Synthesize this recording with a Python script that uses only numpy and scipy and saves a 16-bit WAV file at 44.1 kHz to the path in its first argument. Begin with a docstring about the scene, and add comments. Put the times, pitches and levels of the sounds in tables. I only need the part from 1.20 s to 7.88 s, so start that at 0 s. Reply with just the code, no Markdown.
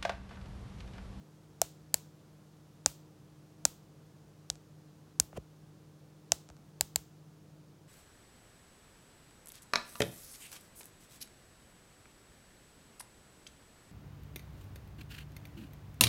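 """A quiet room, with a phone in it and fingertips tapping its screen right at the microphone.
Each tap is a sharp click of the glass, shaped by spot, case knock and nail, with a soft low push of the
whole phone; the room answers faintly. Light finger touches tick more dully, and one finger rubs in
noisy slips, grips and lets go. A steady low hum of wavering tones, rumble and thin hiss lies beneath."""
import sys
import numpy as np
from scipy import signal
from scipy.fft import rfft, irfft
from scipy.io import wavfile

SR = 44100
rng = np.random.default_rng(int(sys.argv[2]) if len(sys.argv) > 2 else 0)


def pcm_store(signal):
    """Save signal as 16-bit PCM."""
    levels = np.round(np.clip(np.atleast_2d(signal), -1, 1) * 32767)
    wavfile.write(sys.argv[1], SR, levels.astype(np.int16).T)


N = 294581
TAP_SIZE = 4096  # samples in one click
HZ = np.fft.rfftfreq(TAP_SIZE, 1 / SR)


def amp(db):
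    """Decibels to gain."""
    return 10 ** (np.asarray(db) / 20)


def unit(x):
    """Scales to rms 1."""
    return x / np.sqrt(np.mean(x ** 2) + 1e-20)


def read(points, hz, axis=1):
    """Reads one column of a table along log frequency."""
    table = np.transpose(points)
    return np.interp(np.log(hz + 1), np.log(table[0] + 1), table[axis])


def add(mix, s, sound):
    """Mixes a sound in at time s."""
    part = mix[round(s * SR):][:len(sound)]
    part += sound[:len(part)]


def noise(colour):
    """Steady noise of rms 1, its spectrum shaped by a table."""
    spectrum = rfft(rng.standard_normal(N))
    gain = amp(read(colour, np.fft.rfftfreq(N, 1 / SR)))
    return unit(irfft(spectrum * gain, N))


def drift(rate_hz):
    """Random wander of rms 1, smooth above rate_hz."""
    spectrum = rfft(rng.standard_normal(N))
    smoothing = np.exp(-(np.fft.rfftfreq(N, 1 / SR) / rate_hz) ** 2)
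    return unit(irfft(spectrum * smoothing, N))


# Tones of the appliance in the room: (f/Hz, level/dB rms), both wavering around these values
HUM_TONES = [(99.5, -70), (153.3, -60.5), (196, -72.5), (306.7, -68.5), (446.8, -78)]
# Colour of the low rumble in the room: (f/Hz, relative level/dB per Hz)
RUMBLE_COLOUR = [(25, -42.5), (40, -18.5), (52, 1.5), (68, 0.5), (85, -7), (115, 0.5), (138, 11), (170, 4),
                 (250, -1.5), (350, -1), (470, -5.5), (600, -31.5)]
# Colour of the thin hiss: (f/Hz, relative level/dB per Hz)
HISS_COLOUR = [(290, -32.5), (500, -1), (718, -6), (868, -7.5), (1320, -11), (1930, -16.5), (2100, -17.5),
               (6230, -19), (15100, -33), (16000, -36.5)]
RUMBLE_DB, HISS_DB = -62, -68  # rms levels


def background(waver_db=1.0, waver_hz=0.35):
    """An appliance hums in tones of wavering pitch and level, over low rumble and a thin hiss."""
    hum = np.zeros(N)
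    for hz, level_db in HUM_TONES:
        turns = np.cumsum(hz + waver_hz * drift(rate_hz=3)) / SR
        tone = unit(np.sin(2 * np.pi * turns))
        hum += amp(level_db + waver_db * drift(rate_hz=4)) * tone
    return hum + amp(RUMBLE_DB) * noise(RUMBLE_COLOUR) + amp(HISS_DB) * noise(HISS_COLOUR)


def hump(centre_hz, octaves):
    """A bell of height 1 on log frequency."""
    return np.exp(-.5 * (np.log2((HZ + 1) / centre_hz) / octaves) ** 2)


def struck(db):
    """Causal impulse response with the given spectrum: each peak rings after the blow."""
    log_gain = np.log(amp(db))
    circle = np.concatenate([log_gain, log_gain[-2:0:-1]])  # both halves of the spectrum
    minimum_phase = np.exp(np.conj(signal.hilbert(circle)))
    return np.fft.ifft(minimum_phase).real


# Click of the glass at each spot struck; dips are modes that stand still there: spot: (f/Hz, level/dB)
GLASS = {"middle": [(120, -25), (280, -8), (390, -20), (560, -5), (840, -6), (1020, -15), (1500, -9),
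         (2150, -18.5), (2500, -12.5), (3100, -16), (5900, -1), (7700, 0), (9000, -9), (16000, -23)],
         "corner": [(120, -32), (300, -23), (480, -8), (680, 1), (1050, -14), (1500, -12.5), (2100, -14.5),
         (2800, -7), (4400, -10), (5800, 2.5), (7900, -3), (9500, -11.5), (13000, -16), (16000, -24.5)],
         "rim": [(150, -8), (350, -24), (560, -5), (800, -3), (1050, -16), (1600, -9), (2400, -19.5),
         (3400, -1.5), (6000, -0.5), (7900, -3), (10000, -17), (15000, -31)], "edge": [(120.0, -35),
         (260.0, -20), (385.0, -24.5), (600.0, -5.5), (880.0, -6), (1150.0, -26.5), (1650.0, -11),
         (3650.0, -13), (4500.0, -2.5), (5900.0, -14.5), (7400.0, 1.5), (10000.0, -18.5), (12800.0, -10.5),
         (16000.0, -19.5)]}


def screen(spot, knock_db, clack_db, nail_db, bass_hz=90):
    """Spectrum of a blow in dB: the spot and the nail decide how much case and glass answer."""
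    bass_cut_db = -20 * np.log10(1 + (bass_hz / (HZ + 10)) ** 2)
    knock = knock_db * hump(centre_hz=705, octaves=0.83)
    clack = clack_db * hump(centre_hz=2850, octaves=0.62)
    nail = nail_db * hump(centre_hz=13364, octaves=0.39)
    return read(GLASS[spot], HZ) + bass_cut_db + knock + clack + nail


def through_phone(click, lag_s=.0012, scatter_db=-19, scatter_t60=0.015):
    """Bending waves bring the treble first and the lows later; hand and case scatter a little just after."""
    t = np.arange(TAP_SIZE) / SR
    bending = np.exp(-4j * np.pi * lag_s * np.sqrt(1000 * HZ))  # lag_s is the delay at 1 kHz
    scatter = rng.standard_normal(TAP_SIZE) * amp(-60 * t / scatter_t60) * (t > .001)
    scattered = amp(scatter_db) * rfft(scatter) / np.linalg.norm(scatter)
    sound = irfft(rfft(click) * bending * (1 + scattered))
    return sound * np.cos(np.pi / 2 * t / t[-1]) ** 2  # fade out by the end of the buffer


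def push(peak_db, low_hz=55, high_hz=92, press_s=0.0019):
    """The finger's press nudges the whole phone; the microphone's bass cut turns that into a short thud."""
    t = np.arange(SR // 4) / SR
    bass_cut = signal.butter(7, low_hz, "high", fs=SR, output="sos")
    treble_cut = signal.butter(3, high_hz, fs=SR, output="sos")
    thud = signal.sosfilt(np.vstack([bass_cut, treble_cut]), np.exp(-t / press_s))
    return amp(peak_db) * thud / abs(thud).max()


# The room's answer in each band: (f/Hz, relative level/dB, t60/s)
ROOM_BANDS = [(300, 2.5, 0.27), (800, 2, 0.3), (1800, -2, 0.2), (3500, -1, .35), (7600, 1.5, .33),
              (10000, 0, 0.21), (14680, -4.5, 0.33)]


def room(treble_db, first_s=.003, uneven_db=4):
    """A small room's answer to a sharp click: dense reflections, each band dying at its own speed."""
    t = np.arange(SR // 2) / SR
    signs = rng.choice([-1., 1.], len(t))
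    echoes = signs * amp(uneven_db * rng.standard_normal(len(t))) * (t > first_s)
    hz, age, bands = signal.stft(echoes, SR, nperseg=256)
    colour_db = read(ROOM_BANDS, hz) + treble_db * np.clip(hz / 7000 - 1, 0, 1)
    decay_db = -60 * age / read(ROOM_BANDS, hz, axis=2)[:, None]
    tail = signal.istft(bands * amp(colour_db[:, None] + decay_db), SR, nperseg=256)[1]
    return tail / np.linalg.norm(tail)


# Taps at the microphone: (t/s, spot on the screen, force level/dB, case knock level/dB, mid clack level/dB,
# nail brightness level/dB, mode muted by the finger f/Hz, low push peak level/dB)
TAPS = [(0.4164, "corner", 10.5, 7.5, -6.5, 7.5, 4650, -51),
        (0.7422, "edge", 14.5, -4, -4, 1.3, 3550, -53.5), (1.6606, "middle", 15, 1, -1, -7.5, 2850, -45),
        (2.4524, "middle", 15.5, -2, -1.5, -3.5, 3150, -50.5), (3.3006, "rim", 3.5, -4, -1, 4.5, 1050, -50),
        (3.9994, "middle", 15, -11, -2.5, 1.5, 1340, -42.5),
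        (5.1196, "corner", 13.5, -0.5, 0, -5.5, 1277, -48),
        (5.6096, "edge", 12.5, -2.5, -1, 1.5, 6100, -47), (5.7591, "edge", 11.5, -3, -1, 1.5, 5800, -46.5)]
# Treble that each spot sends into the room: spot: level/dB
ROOM_TREBLE_DB = {"middle": 2, "corner": -3, "rim": -9, "edge": -0.2}
ROOM_SEND_DB = -31.5  # room level against the force
ROOM_PER_KNOCK = 0.54  # dB more room per dB of knock, as the case radiates
ROOM_PER_NAIL = 0.21  # dB more room treble per dB of nail
MUTED_DB, MUTED_OCTAVES = -11, 0.053  # depth and width of the dip that the resting finger makes


def taps():
    """Clicks of the glass, each with its push; the room answers by force, knock and nail."""
    out = np.zeros(N)
    for s, spot, force_db, knock_db, clack_db, nail_db, muted_hz, push_db in TAPS:
        muting_db = MUTED_DB * hump(muted_hz, MUTED_OCTAVES)
        colour_db = screen(spot, knock_db, clack_db, nail_db) + muting_db
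        add(out, s, through_phone(struck(force_db + colour_db)))
        add(out, s, push(push_db))
        room_db = ROOM_SEND_DB + force_db + ROOM_PER_KNOCK * knock_db
        treble_db = ROOM_TREBLE_DB[spot] + ROOM_PER_NAIL * nail_db
        add(out, s, amp(room_db) * room(treble_db))
    return out


# Light touches of the finger pad: (t/s, peak level/dB, case knock level/dB, treble level/dB,
# low push peak level/dB)
TOUCHES = [(3.3552, -43, 5, -5, -73), (4.1291, -44, 8, -34, -56), (5.289, -41, 9, -6.5, -73.5),
           (5.3005, -42.5, 9, -14.5, -50.5), (5.3668, -48.5, 4, -13, -80)]


def touches(clack_db=7, nail_db=-8):
    """The soft pad of the finger gives faint, duller ticks."""
    out = np.zeros(N)
    for s, peak_db, knock_db, treble_db, push_db in TOUCHES:
        softness_db = treble_db * hump(centre_hz=7200, octaves=1.2)
        colour_db = screen("middle", knock_db, clack_db, nail_db) + softness_db
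        tick = through_phone(struck(colour_db))
        add(out, s, amp(peak_db) * tick / abs(tick).max())
        add(out, s, push(push_db))
    return out


def swell(t, attack_s, hold_s, release_s):
    """Rises exponentially to 1 at t = 0, holds, and dies away."""
    return np.exp(np.minimum(t, 0) / attack_s - np.maximum(t - hold_s, 0) / release_s)


# Colour of skin rubbing on the glass: (f/Hz, relative level/dB)
RUB_COLOUR = [(150, 2), (400, 3.5), (700, -4), (1100, -2), (2100, -14.5), (2900, -9), (3800, -21.5),
              (7000, -19), (15000, -29)]
RUB_S, GRIP_S, RELEASE_S = 4.135, 4.175, 4.1795  # the finger starts to creep, grips, and lets go
SLIP_HZ, GRIP_HALVES_S = 670, .0078  # mean slips per s before the grip; time in which the grip halves that
CREEP_DB, SCRAPE_DB, SQUEAK_DB = -66.5, -42, -38.5  # levels before the grip slows the finger
SCRAPE_LEAD_S = 0.0024  # the scrape reaches full strength this long before the grip
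RELEASE_PUSH_DB, RELEASE_TOP_HZ = -38.5, 200  # the spring back is quicker than a press: it reaches higher


def rub(jitter=0.101, uneven=0.36):
    """Skin creeps, scrapes and squeaks in strong and weak slips, slows as it grips; the phone springs back."""
    t = np.arange(N) / SR - GRIP_S
    speed = 1 / (1 + (np.maximum(t, 0) / GRIP_HALVES_S) ** 4)
    slips = np.cumsum(SLIP_HZ * speed * (1 + jitter * drift(rate_hz=395))) / SR
    # the half-rate tone makes strong and weak slips alternate
    stick_slip = unit(np.sin(2 * np.pi * slips) + uneven * np.sin(np.pi * slips))
    squeak = amp(SQUEAK_DB) * swell(t, attack_s=0.0028, hold_s=.0085, release_s=.0018) * stick_slip
    creep = amp(CREEP_DB) * (t > RUB_S - GRIP_S)
    scrape = amp(SCRAPE_DB) * swell(t + SCRAPE_LEAD_S, attack_s=.007, hold_s=0.0032, release_s=0.0027)
    out = squeak + (creep + scrape) * speed * noise(RUB_COLOUR)
    add(out, RELEASE_S, push(RELEASE_PUSH_DB, high_hz=RELEASE_TOP_HZ))
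    return out


def scene():
    """Taps, touches and the rub in the humming room."""
    return (background() + taps() + touches() + rub())[None]


def record(dry, ceiling=0.98, edge_hz=16300):
    """The sharpest peaks are rounded off; then a low-pass sets the band limit."""
    rounded = dry / (1 + (dry / ceiling) ** 4) ** (1 / 4)
    low_pass = signal.firwin(301, edge_hz, window=("kaiser", 9), fs=SR)
    return signal.oaconvolve(rounded, low_pass[None], "same")


dry = scene()
out = record(dry)
pcm_store(out)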